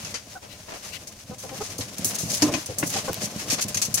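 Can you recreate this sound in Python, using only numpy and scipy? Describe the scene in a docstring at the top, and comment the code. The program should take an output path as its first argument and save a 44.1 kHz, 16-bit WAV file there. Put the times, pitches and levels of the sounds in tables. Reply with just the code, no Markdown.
"""In a wooden hutch outdoors, two ferrets wrestle, then bolt along it past a close microphone.
Claws strike and drag on the vinyl floor and shavings rustle, all sources of friction noise. Bodies
excite the modes of the boards and of a loose panel, and the wire mesh pings once. The animals cluck
and squeak (pulses filtered by the throat) and hiss. Reflections in the small box add a short ring
over a faint outdoor background."""
import sys
import numpy as np
from scipy import signal
from scipy.fft import rfft, irfft, next_fast_len
from scipy.io import wavfile
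from scipy.ndimage import uniform_filter1d

SR = 44100
rng = np.random.default_rng(int(sys.argv[2]) if len(sys.argv) > 2 else 0)


def master_out(mix):
    """Clip the mix to full scale and print it as 16-bit PCM to the path in sys.argv[1]."""
    frames = np.transpose(np.atleast_2d(mix))
    ceiling = np.clip(frames, -1, 1)
    pcm = np.round(ceiling * 32767).astype(np.int16)
    wavfile.write(sys.argv[1], SR, pcm)


N = 176400  # 4 s
BOX_DB = 1.5  # reflected over direct level for claws and wire
JUDDER_HZ = 248  # rate of irregularity in a sliding claw

# modes of the boards: f/Hz, level/dB, T60/s
BOARD_MODES = [(106.4,-5,0.17),(130,-4,0.13),(169.8,-3,0.13),(202.8,0,0.099),(267.6,2.5,0.041),(370,-7,0.056),(485.4,7,0.02),(582,-3.5,0.074),(670,-2,0.035),(808,-6,0.072),(1016,0,0.082)]
# spectrum of claws on vinyl: f/Hz, level/dB
SCRATCH_SPECTRUM = [(200,-17.5),(600,-7.5),(1400,-9),(2600,-3.5),(3600,-6),(4600,-1.5),(5500,-0.5),(6300,2.5),(7400,-5.5),(11000,-11.5),(15000,-24.5)]
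# spectrum of a dry snap: f/Hz, level/dB
SNAP_SPECTRUM = [(500,-2),(2000,-1),(6000,15),(8000,3),(15000,3)]

def undb(db):
    """Level to amplitude ratio."""
    return 10 ** (np.asarray(db) / 20)

def unit(x):
    """Normalise to rms 1."""
    return x / np.sqrt(np.mean(x ** 2) + 1e-18)

def loudest(x):
    """Normalise the loudest 6 ms to rms 1."""
    return x / np.sqrt(uniform_filter1d(x ** 2, size=260).max())

def butter(x, order, hz, kind="low"):
    """Causal Butterworth filter."""
    return signal.sosfilt(signal.butter(order, hz, kind, fs=SR, output="sos"), x)

def colour(x, spectrum, tilt_db=0, knee_hz=1000):
    """Minimum-phase filter through (f/Hz, level/dB) points, tilted per octave above the knee."""
    hz, db = np.array(spectrum, float).T
    n = next_fast_len(len(x) + 4096) // 2 * 2
    f = np.maximum(np.fft.rfftfreq(n, 1 / SR), 1)
    curve = np.interp(np.log(f), np.log(hz), db) + tilt_db * np.log2(np.maximum(f, knee_hz) / 6000)
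    cepstrum = irfft(np.log(undb(curve)))
    cepstrum[1:n // 2] *= 2
    cepstrum[n // 2 + 1:] = 0
    return irfft(rfft(x, n) * np.exp(rfft(cepstrum)))[:len(x)]

def add(out, start, x):
    """Superpose x on out from its start time."""
    i = max(int(start * SR), 0)
    n = min(x.shape[-1], N - i)
    if n > 0:
        out[..., i:i + n] += x[..., :n]

def pan(db):
    """Gains for an interaural level difference, left minus right."""
    return undb(np.array([[db], [-db]]) / 2)

def walk(rate, n):
    """Random modulation: Gaussian values, rate per second, joined by lines."""
    steps = np.arange(n) * rate / SR
    return np.interp(steps, np.arange(n), rng.standard_normal(n))

def swell(length):
    """Half-sine envelope."""
    return np.sin(np.linspace(0, np.pi, int(length * SR))).clip(0)

def ring(modes):
    """Impulse response as a sum of damped modes."""
    t = np.arange(SR // 2) / SR
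    return sum(undb(db) * np.cos(2 * np.pi * hz * t) * np.exp(-np.log(1000) * t / t60)
               for hz, db, t60 in modes)

def hutch(x, wet_db, t60=0.064):
    """Reverberation: direct sound plus diffuse reflections, different for each ear and source."""
    t = np.arange(SR // 5) / SR
    walls = rng.standard_normal((2, len(t))) * np.exp(-np.log(1000) * t / t60)
    walls /= np.sqrt((walls ** 2).sum(axis=1, keepdims=True))
    direct = x * np.ones((2, 1))
    reflected = signal.fftconvolve(direct, walls, axes=1)[:, :direct.shape[1]]
    return (direct + undb(wet_db) * reflected) / np.sqrt(1 + undb(wet_db) ** 2)

def friction(envelope, spectrum, tilt_db=0, knee_hz=1000, shared=0.22):
    """Granular friction noise, weakly coherent: it reaches the ears mostly by different paths."""
    n = len(envelope)
    grains = envelope * undb(2.5 * walk(2000, n).clip(-2, 2))
    direct = shared * rng.standard_normal(n)
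    paths = direct + np.sqrt(1 - shared ** 2) * rng.standard_normal((2, n))
    return np.array([colour(grains * path, spectrum, tilt_db, knee_hz) for path in paths])

def air():
    """Faint outdoor ambient noise, almost coherent at the two ears."""
    # background spectrum: f/Hz, level/dB
    spectrum = [(20,-13),(55,-0.5),(105,6.5),(200,-22.5),(550,-13),(1400,-24),(6000,-17),(15000,-28)]
    mid, side = (unit(colour(rng.standard_normal(N), spectrum)) for _ in range(2))
    return undb(-51.5) * (mid + 0.13 * side * np.array([[1], [-1]]))

def crackle(snaps_per_s=27):
    """Shavings snap underfoot as a Poisson process, mostly faint, a few distinct."""
    snaps = (rng.random(N) < snaps_per_s / SR) * rng.standard_normal(N).clip(-2, 2)
    left = rng.random(N)
    return unit(np.array([colour(snaps * share, SNAP_SPECTRUM) for share in (left, 1 - left)]))

def shavings():
    """Friction of fur and feet rustles the shavings; soft steps drive the modes of the boards."""
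    # restlessness of the animals: t/s, level/dB
    activity = [(0,-38.5),(.17,-43.5),(.24,-47.5),(.32,-41.5),(.39,-54),(.47,-47),(.64,-46.5),(.9,-42.5),(1.13,-48.5),(1.36,-48),(1.55,-39),(1.85,-41),
                (2.1,-34.5),(2.175,-40),(2.27,-35.5),(2.45,-35.5),(2.6,-35),(2.76,-41.5),(2.82,-34.5),(3,-33.5),(3.12,-39.5),(3.24,-31),(3.321,-39.5),(3.44,-32.5),(3.72,-38),(3.91,-41),(4,-33)]
    # rustle spectrum: f/Hz, level/dB
    spectrum = [(150,-22.5),(550,-5.5),(1400,-5.5),(2700,-3.5),(3600,-5.5),(6300,-0.5),(7600,-7),(11000,-9.5),(15000,-18.5)]
    stir = undb(np.interp(np.arange(N) / SR, *np.array(activity).T))
    flutter = undb(3.5 * walk(55, N))
    rustle = unit(friction(flutter, spectrum)) + undb(-23.5) * crackle()
    steps = rng.standard_normal(N) * undb(4 * walk(40, N).clip(-2, 1))
    force = butter(steps, 2, [99, 756], "band")
    patter = unit(signal.fftconvolve(force, ring(BOARD_MODES))[:N])
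    return rustle * stir * pan(3.5), patter * stir * undb(-5)

def hisses():
    """Turbulent breath: brief swells of broadband noise."""
    # hisses: t/s, duration/s, level/dB
    breaths = [(0.475,0.092,-47),(0.914,0.065,-37)]
    # hiss spectrum: f/Hz, level/dB
    spectrum = [(500,-31),(1500,-7.5),(2000,-1.5),(2800,1.5),(4000,-4.5),(7000,-11),(14000,-18)]
    out = np.zeros(N)
    for start, length, db in breaths:
        shape = swell(length)
        breath = unit(colour(rng.standard_normal(SR // 4), spectrum))[:len(shape)]
        add(out, start, undb(db) * shape * breath)
    return out

def clucks(jitter=0.13, breathiness=0.87):
    """Source and filter: gliding, uneven pulses and breath noise are shaped by the throat."""
    # clucks and squeaks: t/s, duration/s, level/dB, first f/Hz, last f/Hz, rasp (0-1), cut-off f/Hz
    calls = [(.353,.026,-37,780,735,.35,1430),(1.307,.037,-35.5,240,262,.3,1100),(1.431,.036,-34.5,270,262,.7,1050),(1.511,.038,-35.5,255,285,.4,950),
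             (1.604,.022,-27.5,440,410,.5,1200),(2.686,.04,-31.5,560,440,.8,800),(2.954,.036,-27.5,760,640,1,1050),(3.078,.022,-24.5,560,500,.8,1400)]
    # throat response: f/Hz, level/dB
    throat = [(120,-8.5),(250,2.5),(520,2.5),(1080,-2.5),(1500,-0.5),(5000,-34)]
    out = np.zeros(N)
    for start, length, db, first_hz, last_hz, rasp, top_hz in calls:
        shape = swell(length) ** 0.17  # abrupt edges
        n = len(shape)
        hz = np.geomspace(first_hz, last_hz, n) * (1 + jitter * rasp * walk(365, SR // 8)[:n])
        phase = 2 * np.pi * np.cumsum(hz) / SR
        pulses = unit(colour(sum(np.cos(k * phase) for k in range(1, 12)), throat))
        breath = unit(colour(rng.standard_normal(SR // 8), throat))[:n]
        call = (pulses + breathiness * rasp * breath) * shape * np.linspace(1, .5, n)
        add(out, start, undb(db) * loudest(butter(np.pad(call, (0, n)), 6, top_hz)))
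    return out

def wire(start=2.539, db=-28):
    """Free vibration of a brushed wire in the mesh door, to the left."""
    # wire modes: f/Hz, level/dB, T60/s
    modes = [(2500,2,0.03),(5350,-7,0.08)]
    out = np.zeros(N)
    add(out, start, undb(db) * loudest(ring(modes)))
    return hutch(out, BOX_DB) * pan(19)

def ticks(decay_s=0.00024):
    """Impulsive dry snaps, so near that only direct sound is heard."""
    # snaps: t/s, peak level/dB
    snaps = [(2.0465,-9),(2.3492,-9),(3.132,-10.5),(3.144,-9),(3.683,-21),(3.8175,-10)]
    out, t = np.zeros(N), np.arange(SR // 100) / SR
    for start, db in snaps:
        snap = colour(rng.standard_normal(len(t)) * np.exp(-t / decay_s), SNAP_SPECTRUM)
        add(out, start, undb(db) * snap / abs(snap).max())
    return out

def thumps(rub=0.14, rub_s=.014):
    """Impact excitation of the boards: the softer the contact, the lower its cut-off."""
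    # blows of bodies and feet: t/s, level/dB, contact cut-off f/Hz
    blows = [(0.035,-36.5,220),(1.296,-32.5,190),(1.79,-28,377),(1.992,-31,302),(2.05,-30.5,440),(2.233,-25.5,255),(2.253,-40,200),
             (2.421,-22.5,750),(2.455,-29,900),(2.486,-26.5,875),(2.539,-28.5,770),(2.69,-32.5,200),(2.829,-24.5,303),(3.097,-26.5,383),(3.234,-32,450),
             (3.359,-28,262),(3.49,-34,260),(3.525,-26.5,445),(3.648,-29,297),(3.758,-30,368),(3.881,-31.5,232),(3.938,-34,204)]
    out, t, boards = np.zeros(N), np.arange(SR // 3) / SR, ring(BOARD_MODES)
    for start, db, contact_hz in blows:
        push = rub * rng.standard_normal(len(t)) * np.exp(-t / rub_s)
        push[0] += 1  # the impact itself
        push = butter(push, 2, contact_hz)
        push = butter(push, 2, 71, "high")  # small boards radiate little deep bass
        add(out, start, undb(db) * loudest(signal.fftconvolve(push, boards)))
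    return out

def panel(sag_per_s=0.154, chatter_hz=119, chatter_s=.16, chatter_db=-28):
    """Damped modes of a loose panel hit by a body; at the first knock it chatters in its frame."""
    # knocks: t/s, level/dB, time constant of damping by the body/s
    knocks = [(2.425,-18,0.075),(2.545,-34,0.028),(2.83,-21,0.007)]
    # panel modes: f/Hz, level/dB, T60/s
    panel_modes = [(300.2,10,0.59),(252,-3,0.099),(467,-8,0.12),(593,-9,0.25),(760,-28,0.19),(1038,-6.5,0.2)]
    out, t, response = np.zeros(N), np.arange(SR // 2) / SR, ring(panel_modes)
    def sag(x):
        """Pitch and level modulation: the note buzzes and falls as the weight comes off."""
        speed = 1 - sag_per_s * t + 0.024 * walk(chatter_hz, len(t))
        buzz = undb(walk(chatter_hz, len(t)))
        return np.interp(np.cumsum(speed), np.arange(len(x)), x) * buzz
    attack = 1 - np.exp(-t / 0.0023)
    for start, db, damp_s in knocks:
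        add(out, start, undb(db) * loudest(sag(response * np.exp(-t / damp_s) * attack)))
    n = int(chatter_s * SR)
    contacts = rng.standard_normal(n) * np.linspace(1, .5, n)
    chatter = sag(signal.fftconvolve(contacts, response * np.exp(-t / 0.0093)))
    add(out, knocks[0][0], undb(chatter_db) * chatter / chatter[:n].std())
    return out

def scuffs():
    """Stick-slip friction of paws dragging over the floor."""
    # drags: t/s, duration/s, level/dB, tilt/(dB per octave), left minus right/dB
    drags = [(0.67,0.12,-36.5,-7.5,2),(1.599,0.14,-36,2.5,4),(2.142,0.027,-26,7,2),(0.413,0.065,-42,-7.5,4.5),(2.275,0.13,-25,5,3.5),(2.825,0.13,-30,9.5,1),(2.909,0.11,-27,-0.5,1),
             (3.215,0.057,-26.5,4,3.5),(3.505,0.052,-25.5,4.5,7),(3.577,0.036,-27.5,-4.5,2.5),(3.604,0.047,-22.5,4.5,2)]
    out = np.zeros((2, N))
    for start, length, db, tilt_db, pan_db in drags:
        shape = swell(length)
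        slips = undb(2.6 * walk(134, len(shape)))
        drag = unit(friction(slips, SCRATCH_SPECTRUM, tilt_db, knee_hz=720))
        add(out, start, pan(pan_db) * undb(db) * shape * drag)
    return out

def claws(attack_s=0.00047, crack_s=0.003):
    """Impact, then sliding friction: a claw catches with a crack and judders to a stop."""
    # strikes: t/s, level/dB, decay time/s, tilt/(dB per octave), left minus right/dB
    strikes = [(.047,-29,0.027,-2,3.5),(0.141,-28,0.032,-3,5),(1.071,-34.5,0.012,4.5,2),(1.382,-37.5,0.078,7.5,2),(1.492,-38.5,0.01,-10.5,7),
               (1.781,-29.5,0.029,8.5,4),(1.808,-29,0.022,-1.5,3),(1.982,-26.5,0.003,11,1),(2.045,-17.5,0.029,13,1.5),
               (2.1841,-25.5,0.067,6.5,4.5),(2.421,-14,0.012,1,1.5),
               (2.538,-24.5,0.015,-5,8.5),(2.659,-29,0.0071,7,1),(2.784,-19.5,0.014,13.5,2.5),(2.827,-22.5,0.0058,-27,7),
               (3.5,-19.5,0.031,0.5,2),(3.682,-29,0.011,8,0),(3.744,-21,0.023,3.5,3.5),(3.771,-20,0.0056,3,3),
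               (3.816,-17.5,0.02,4.5,2.5),(3.85,-25.5,0.01,5,6),(3.941,-15,0.0085,11,6),(3.974,-23.5,0.012,3.5,2.5)]
    out, t = np.zeros((2, N)), np.arange(SR // 5) / SR
    attack = 1 - np.exp(-t / attack_s)
    crack = 0.54 * np.exp(-t / crack_s)
    for start, db, decay_s, tilt_db, pan_db in strikes:
        judder = undb(2.5 * walk(JUDDER_HZ, len(t)).clip(-2, 2))
        envelope = attack * (judder * np.exp(-t / decay_s) + crack)
        skid = friction(envelope, SCRATCH_SPECTRUM, tilt_db, knee_hz=2010)
        add(out, start, pan(pan_db) * undb(db) * loudest(hutch(skid, BOX_DB)))
    return out

def scene():
    """Superposition: claws and calls scatter off the walls; the boards radiate almost as one."""
    rustle, patter = shavings()
    bright = claws() + scuffs() + rustle + wire() + hutch(hisses(), wet_db=3) * pan(13.7)
    wood = hutch(thumps() + panel() + patter, wet_db=-12.5) * pan(0.33)
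    return bright + wood + hutch(clucks(), wet_db=-3) + ticks() + air()

def record(dry):
    """Band limiting: a steep elliptic low-pass at 15.7 kHz."""
    return signal.sosfilt(signal.ellip(8, .2, 70, 15700, fs=SR, output="sos"), dry)

dry = scene()
out = record(dry)
master_out(out)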